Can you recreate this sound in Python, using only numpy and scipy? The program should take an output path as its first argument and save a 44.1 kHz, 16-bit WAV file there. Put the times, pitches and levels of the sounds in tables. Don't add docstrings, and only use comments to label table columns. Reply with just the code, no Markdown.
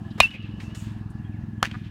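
import sys
import numpy as np
from scipy import signal
from scipy.fft import rfft, irfft
from scipy.io import wavfile
from scipy.ndimage import uniform_filter1d

SR = 44100
rng = np.random.default_rng(int(sys.argv[2]) if len(sys.argv) > 2 else 0)


def to_wav(s):
    ch = np.atleast_2d(s).T
    pcm = np.round(np.clip(ch, -1, 1) * 32767)
    wavfile.write(sys.argv[1], SR, pcm.astype(np.int16))


N = 83790


def amp(db):
    return 10 ** (np.asarray(db) / 20)


def rms_one(x):
    return x / np.sqrt(np.mean(x ** 2) + 1e-20)


def clock():
    return np.arange(N) / SR


def butter(order, hz, kind="low"):
    return signal.butter(order, hz, kind, fs=SR, output="sos")


def drift(rate_hz):
    pole = np.exp(-80 * np.pi * rate_hz / SR)
    slow = signal.lfilter([1], [1, -2 * pole, pole * pole], rng.standard_normal(N // 40 + 2002))[2000:]
    return np.interp(np.arange(N) / 40, np.arange(len(slow)), rms_one(slow - slow.mean()))


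def clicks(times_s, gains):
    out = np.full(N, 1e-18)
    np.add.at(out, np.clip((np.asarray(times_s) * SR).astype(int), 0, N - 1), gains)
    return out


def ring(x, hz, t60):
    r, w = amp(-60 / (max(t60, .001) * SR)), 2 * np.pi * hz / SR
    return signal.lfilter([0, np.sin(w)], [1, -2 * r * np.cos(w), r * r], x)


def coloured(points):
    hz, db = np.transpose(points)
    freqs = np.maximum(np.arange(N // 2 + 1) * SR / N, 1)
    eq = amp(np.interp(np.log(freqs), np.log(hz), db, left=-90))
    return rms_one(irfft(rfft(rng.standard_normal(N)) * eq, N))


def tone(rows):
    s, db, hz = np.transpose(rows)
    t = clock()
    level_db = np.interp(t, np.r_[s[0] - .002, s, s[-1] + .01], np.r_[-110, db, -110])
    return np.sqrt(2) * amp(level_db) * np.sin(2 * np.pi * np.cumsum(np.interp(t, s, hz)) / SR)


# pitch_hz, gain_db, t60_s
BARREL_MODES = [(1777, -20, .05), (2055, -13, .035), (2478, -1.5, .046), (2935, -13, .06), (3130, -19, .04),
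                (3765, -7, .035), (4135, -12, .04), (4375, -20, .04), (5200, -20, .03), (5950, -22, .025),
                (7220, -20, .015), (8660, -20, .012)]
# pitch_hz, level_db
SQUASH_TONES = [(710, 0), (1150, 0.5), (1380, -8)]

def bat_hit(hit_s=.2025, contact_s=.004):
    blow, since = clicks([hit_s], amp(3)), clock() - hit_s
    contact = np.sin(np.pi * np.clip(since / contact_s, 0, 1)) ** .5
    squash = contact * sum(amp(db) * np.sin(2 * np.pi * hz * since) for hz, db in SQUASH_TONES)
    squash = signal.sosfilt(butter(3, 480, "high"), squash)
    thump = -amp(-15) * signal.sosfilt(butter(1, 300), ring(blow, hz=76, t60=.05))
    metal = sum((-1) ** k * amp(db) * ring(blow, hz, t60) for k, (hz, db, t60) in enumerate(BARREL_MODES))
    return squash + thump + metal


# time_s, level_db, pitch_hz
PING = [(.204, -17, 2735), (.212, -21, 2720), (.225, -28, 2820), (.230, -23, 2690), (.235, -12, 2702),
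        (.25, -17, 2668), (.259, -18, 2660), (.264, -37, 2720), (.270, -30, 2730), (.279, -40, 2690)]
# time_s, level_db, pitch_hz
UPPER_RING = [(.275, -45, 2930), (.295, -36, 2942), (.302, -45, 2850), (.31, -34, 2910), (.34, -50, 2910),
              (.35, -68, 2880), (.39, -49, 2920), (.45, -49.5, 2820), (.5, -66.5, 2880), (.575, -54, 2950),
              (.6, -65.5, 2876), (.69, -59, 2800), (.74, -55, 2960), (.86, -59.5, 2900)]
# time_s, level_db, pitch_hz
CAGE_RETURNS = [(.29, -58, 2693), (.345, -40, 2540), (.37, -46, 2520), (.40, -50, 2677),
                (.435, -48.5, 2683), (.48, -58, 2664), (.53, -58, 2706), (.56, -66, 2685), (.68, -57, 2666),
                (.71, -75, 2640), (.76, -59, 2660), (.8, -55, 2660)]

def barrel_ping():
    upper = tone(UPPER_RING) * (.65 + .7 * drift(70))
    returns = tone(CAGE_RETURNS) * (.4 + .8 * drift(65))
    return tone(PING) + upper + returns


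# start_s, level_db, attack_s, hold_s, t60_s, corner_hz, low_fall_db_per_octave, high_fall_db_per_octave
NOISE_BURSTS = [(-.01, -56, .01, .1, .2, 732, 30.5, 30.5), (0.177, -42, 0.0029, .02, .03, 2040, -4.5, 9.5),
                (0.2022, -9, 0.00019, 0.0011, 0.013, 4900, -3, 16),
                (0.103, -57, .005, 0.011, 0.045, 3850, 13, 23),
                (0.201, -29.5, .001, 0.031, 0.16, 2620, 3, 11),
                (0.297, -52.5, .01, 0.05, 0.069, 2960, -0.5, 11.5),
                (.305, -46.5, 0.0024, 0.0049, .04, 3500, 8, 22),
                (0.331, -42, 0.0071, .025, 0.083, 2360, 53, 29.5),
                (0.354, -55, 0.011, 0.11, 0.31, 3000, 10.5, 26.5),
                (0.421, -58, .003, 0.0073, 0.029, 4130, 13, 25),
                (0.454, -53.5, 0.0021, 0.012, 0.035, 2430, 3, 20),
                (0.508, -64, .003, 0.0087, 0.045, 3800, 12, 28),
                (0.697, -55, 0.0036, .012, 0.042, 2660, 11, 27),
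                (0.337, -53, 0.004, 0.021, 0.063, 516, 11, 20),
                (0.599, -42, 0.0025, 0.0053, .1, 2220, 10, 14.5),
                (.61, -56, 0.0094, 0.018, 0.33, 6640, -0.5, 16),
                (0.747, -47, 0.00046, 0.0068, 0.15, 6000, -2.5, 14),
                (0.749, -56, .002, .06, 0.36, 6900, 36, 40),
                (0.748, -58.5, 0.0018, 0.047, 0.3, 8100, 38, 42),
                (0.757, -64.5, .01, 0.069, 0.25, 12500, 12, 5),
                (0.382, -60.5, 0.058, 0.28, 0.39, 480, 20.5, 30),
                (0.779, -54, 0.032, 0.072, 0.35, 3500, 0.5, 15),
                (1.101, -63, 0.00105, 0.0055, .06, 9390, 17, 31.5),
                (1.629, -23, .0004, 0.0034, 0.01, 3000, -3, 20),
                (1.633, -39, 0.0026, 0.028, .09, 2500, 4.5, 13),
                (1.684, -51.5, 0.011, 0.059, 0.48, 2700, 4, 15.5),
                (1.712, -39, 0.0013, 0.002, 0.021, 2980, 3, 22),
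                (1.818, -55, 0.033, 0.021, .2, 3140, 4, 22)]

def cracks_and_swishes():
    out, t = np.zeros(N), clock()
    for start, db, attack, hold, t60, hz, low_fall, high_fall in NOISE_BURSTS:
        rise = np.clip((t - start) / attack, 0, 1)
        decay = amp(-60 * np.maximum(t - start - attack - hold, 0) / t60)
        eq = [(hz / 16, -4 * low_fall - 20), (hz / 4, -2 * low_fall), (hz, 0), (16 * hz, -4 * high_fall)]
        out += amp(db) * rise * decay * coloured(eq)
    return out


# start_s, level_db, pitch_hz, t60_s
KNOCKS = [(1.627, -22.5, 1300, .006), (1.6287, -3, 1347, 0.0062), (1.6288, -10, 1800, .006),
          (1.6287, -13, 2990, 0.0071), (1.6293, -25, 484, 0.01), (1.63, -22, 1260, .012),
          (1.636, -21, 1440, .012), (1.640, -16, 1570, 0.0088), (1.649, -19.5, 1850, 0.0093),
          (1.649, -22, 2900, 0.0044), (1.6534, -29, 1700, 0.007), (1.655, -17, 1680, 0.01),
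          (1.654, -22.5, 2750, 0.012), (1.661, -33, 1510, 0.0092), (1.662, -27, 2400, .004),
          (1.666, -24, 2640, .004), (1.6728, -29, 2040, .004), (1.685, -35, 2480, 0.0024),
          (1.698, -45, 2200, .004), (1.715, -30.5, 3070, 0.0091), (1.727, -43, 2630, 0.0057)]

def knock_and_rattle(tick_decay_s=.00095):
    rings = -sum(ring(clicks([s], amp(db)), hz, t60) for s, db, hz, t60 in KNOCKS)
    starts, levels_db = np.transpose(KNOCKS)[:2]
    impacts = clicks(starts, amp(levels_db))
    envelope = signal.lfilter([1], [1, -np.exp(-1 / (tick_decay_s * SR))], impacts)
    grit = coloured([(800, -18.5), (2000, 7), (5000, -2.5), (16000, -31)])
    return rings + amp(-10.5) * envelope * grit


CREAK_SLIPS = [-36, -28, -34, -27.5, -30.5, -36]
# pitch_hz, gain_db, t60_s
CREAK_MODES = [(1280, -7, 0.013), (1620, -1, 0.0083), (840, -23, 0.02)]

def creak(start_s=1.7397, gap_s=.0041):
    slips = clicks(start_s + gap_s * np.arange(len(CREAK_SLIPS)), amp(CREAK_SLIPS))
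    slips = signal.sosfilt(butter(2, [700, 2400], "band"), slips)
    return sum(amp(db) * ring(slips, hz, t60) for hz, db, t60 in CREAK_MODES)


# pitch_hz, gain_db, t60_s, polarity
EXHAUST_MODES = [(60, -17, 0.11, -1), (83, -7, 0.077, 1), (104.55, -3, 0.35, 1), (125, 0, 0.12, 1),
                 (160.8, -4.5, 0.093, 1), (214.7, -0.5, .2, -1), (230.5, -11.5, 0.38, -1),
                 (299.7, -8.5, 0.23, 1), (314.5, -16.5, 0.15, 1), (356, -14.5, 0.21, -1)]
# time_s, boom_db, buzz_db
ENGINE_RIDES = [(0, -3, 1.7), (.2, -1.5, 2.4), (.3, -5, -1.7), (.5, -1, 1.4), (.9, 2.5, 0.32),
                (1.3, 0.5, 0), (1.6, 1, 0), (1.9, -1.5, -1)]
# freq_hz, gain_db
RUMBLE_EQ = [(30, 6), (45, 7.5), (80, 16.5), (200, 10), (350, -2), (450, -47)]

def engine(firings=52, period_s=.04738, jitter_s=.00095, spread_db=1.5, puff_hz=330, crossover_hz=130):
    firing_s = .01196 + period_s * np.arange(firings) + jitter_s * rng.standard_normal(firings)
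    pre_roll = int(10 * period_s * SR)
    shared_push = rng.standard_normal(firings)
    exhaust = 0
    for hz, db, t60, polarity in EXHAUST_MODES:
        push_db = spread_db * (.25 * shared_push + rng.standard_normal(firings))
        pulses = np.full(N + pre_roll + SR, 1e-18)
        pulses[(firing_s * SR).astype(int)] = polarity * amp(db + push_db)
        exhaust = exhaust + ring(pulses, hz, t60)
    exhaust = signal.sosfilt(butter(2, puff_hz), exhaust)[pre_roll:pre_roll + N]
    boom = signal.sosfiltfilt(butter(2, crossover_hz), exhaust)
    buzz = exhaust - boom
    s, boom_db, buzz_db = np.transpose(ENGINE_RIDES)
    chug = amp(np.interp(clock(), s, boom_db)) * boom + amp(np.interp(clock(), s, buzz_db)) * buzz
    rumble = amp(-43 + 1.5 * drift(4)) * coloured(RUMBLE_EQ)
    return amp(-35) * rms_one(chug) + rumble


# start_s, length_s, level_db, from_hz, to_hz
CHIRPS = [(1.232, .05, -58, 3240, 3240), (1.3, .075, -59, 2900, 1800), (1.595, .03, -58, 3250, 3050),
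          (1.185, .03, -61, 2750, 2750)]

def chirps():
    out, t = np.zeros(N), clock()
    rasp = .8 + .45 * drift(150)
    for start, length, db, from_hz, to_hz in CHIRPS:
        progress = np.clip((t - start) / length, 0, 1)
        phase = 2 * np.pi * np.cumsum(from_hz + (to_hz - from_hz) * progress) / SR
        out += amp(db) * rasp * np.sin(np.pi * progress) * np.sin(phase)
    return out


def flicker(x, depth_db):
    freqs, spectrum = np.arange(N // 2 + 1) * SR / N, rfft(x)
    band = np.clip(3 * np.log2(np.maximum(freqs, 1) / 350), 0, 13).astype(int)
    return sum(amp(depth_db * drift(7)) * irfft(spectrum * (band == k), N) for k in range(14))


# freq_hz, gain_db
AIR_EQ = [(240, -27), (400, 2), (520, -8), (740, 0.5), (1200, -3), (1440, -6), (1850, -5.5), (2100, -14.5),
          (2750, -7.5), (3100, -13), (4500, -19.5), (6500, -27), (9040, -31.5), (16000, -42)]
# time_s, level_db, treble_boost_db
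AIR_RIDES = [(0, -56, 1.5), (.17, -58, 5), (.3, -60, -4), (.55, -57, -0.5), (.9, -54, 3), (1.05, -57, -4),
             (1.3, -57.5, -4.5), (1.55, -57, -4), (1.9, -62.5, 0)]
# freq_hz, gain_db
MIC_HISS_EQ = [(3000, -12), (6000, 0), (9000, -5.5), (16000, -13)]

def air(treble_hz=2600, whine_hz=1700, whine_width_hz=30):
    whine = rms_one(ring(rng.standard_normal(N), whine_hz, t60=2.2 / whine_width_hz))
    s, level_db, boost_db = np.transpose(AIR_RIDES)
    hiss = flicker(coloured(AIR_EQ), depth_db=2)
    treble = signal.sosfiltfilt(butter(2, treble_hz, "high"), hiss)
    hiss += (amp(np.interp(clock(), s, boost_db)) - 1) * treble
    hiss *= amp(np.interp(clock(), s, level_db) + 1.2 * drift(8))
    mic_hiss = amp(-79) * coloured(MIC_HISS_EQ)
    return hiss + mic_hiss + amp(-62.5 + 1.2 * drift(10)) * whine


def scene():
    action = bat_hit() + barrel_ping() + cracks_and_swishes() + knock_and_rattle() + creak()
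    return (action + chirps() + engine() + air())[None]


def record(dry):
    threshold_db, squeeze, recover_db_per_s, ceiling = -12, .27, 8, .72
    dry = signal.sosfilt(butter(3, 38, "high"), dry)
    level_db = 20 * np.log10(uniform_filter1d(np.abs(dry), size=200) + 1e-9)
    cut_db = squeeze * np.maximum(level_db - threshold_db, 0)
    recovery_db = recover_db_per_s * clock()
    duck_db = np.maximum.accumulate(cut_db + recovery_db, axis=1) - recovery_db
    duck_db = signal.lfilter([.004], [1, -.996], duck_db)
    rounded = ceiling * np.tanh(dry * amp(-duck_db) / ceiling)
    return signal.sosfilt(signal.cheby2(12, 70, 17160, fs=SR, output="sos"), rounded)


dry = scene()
out = record(dry)
to_wav(out)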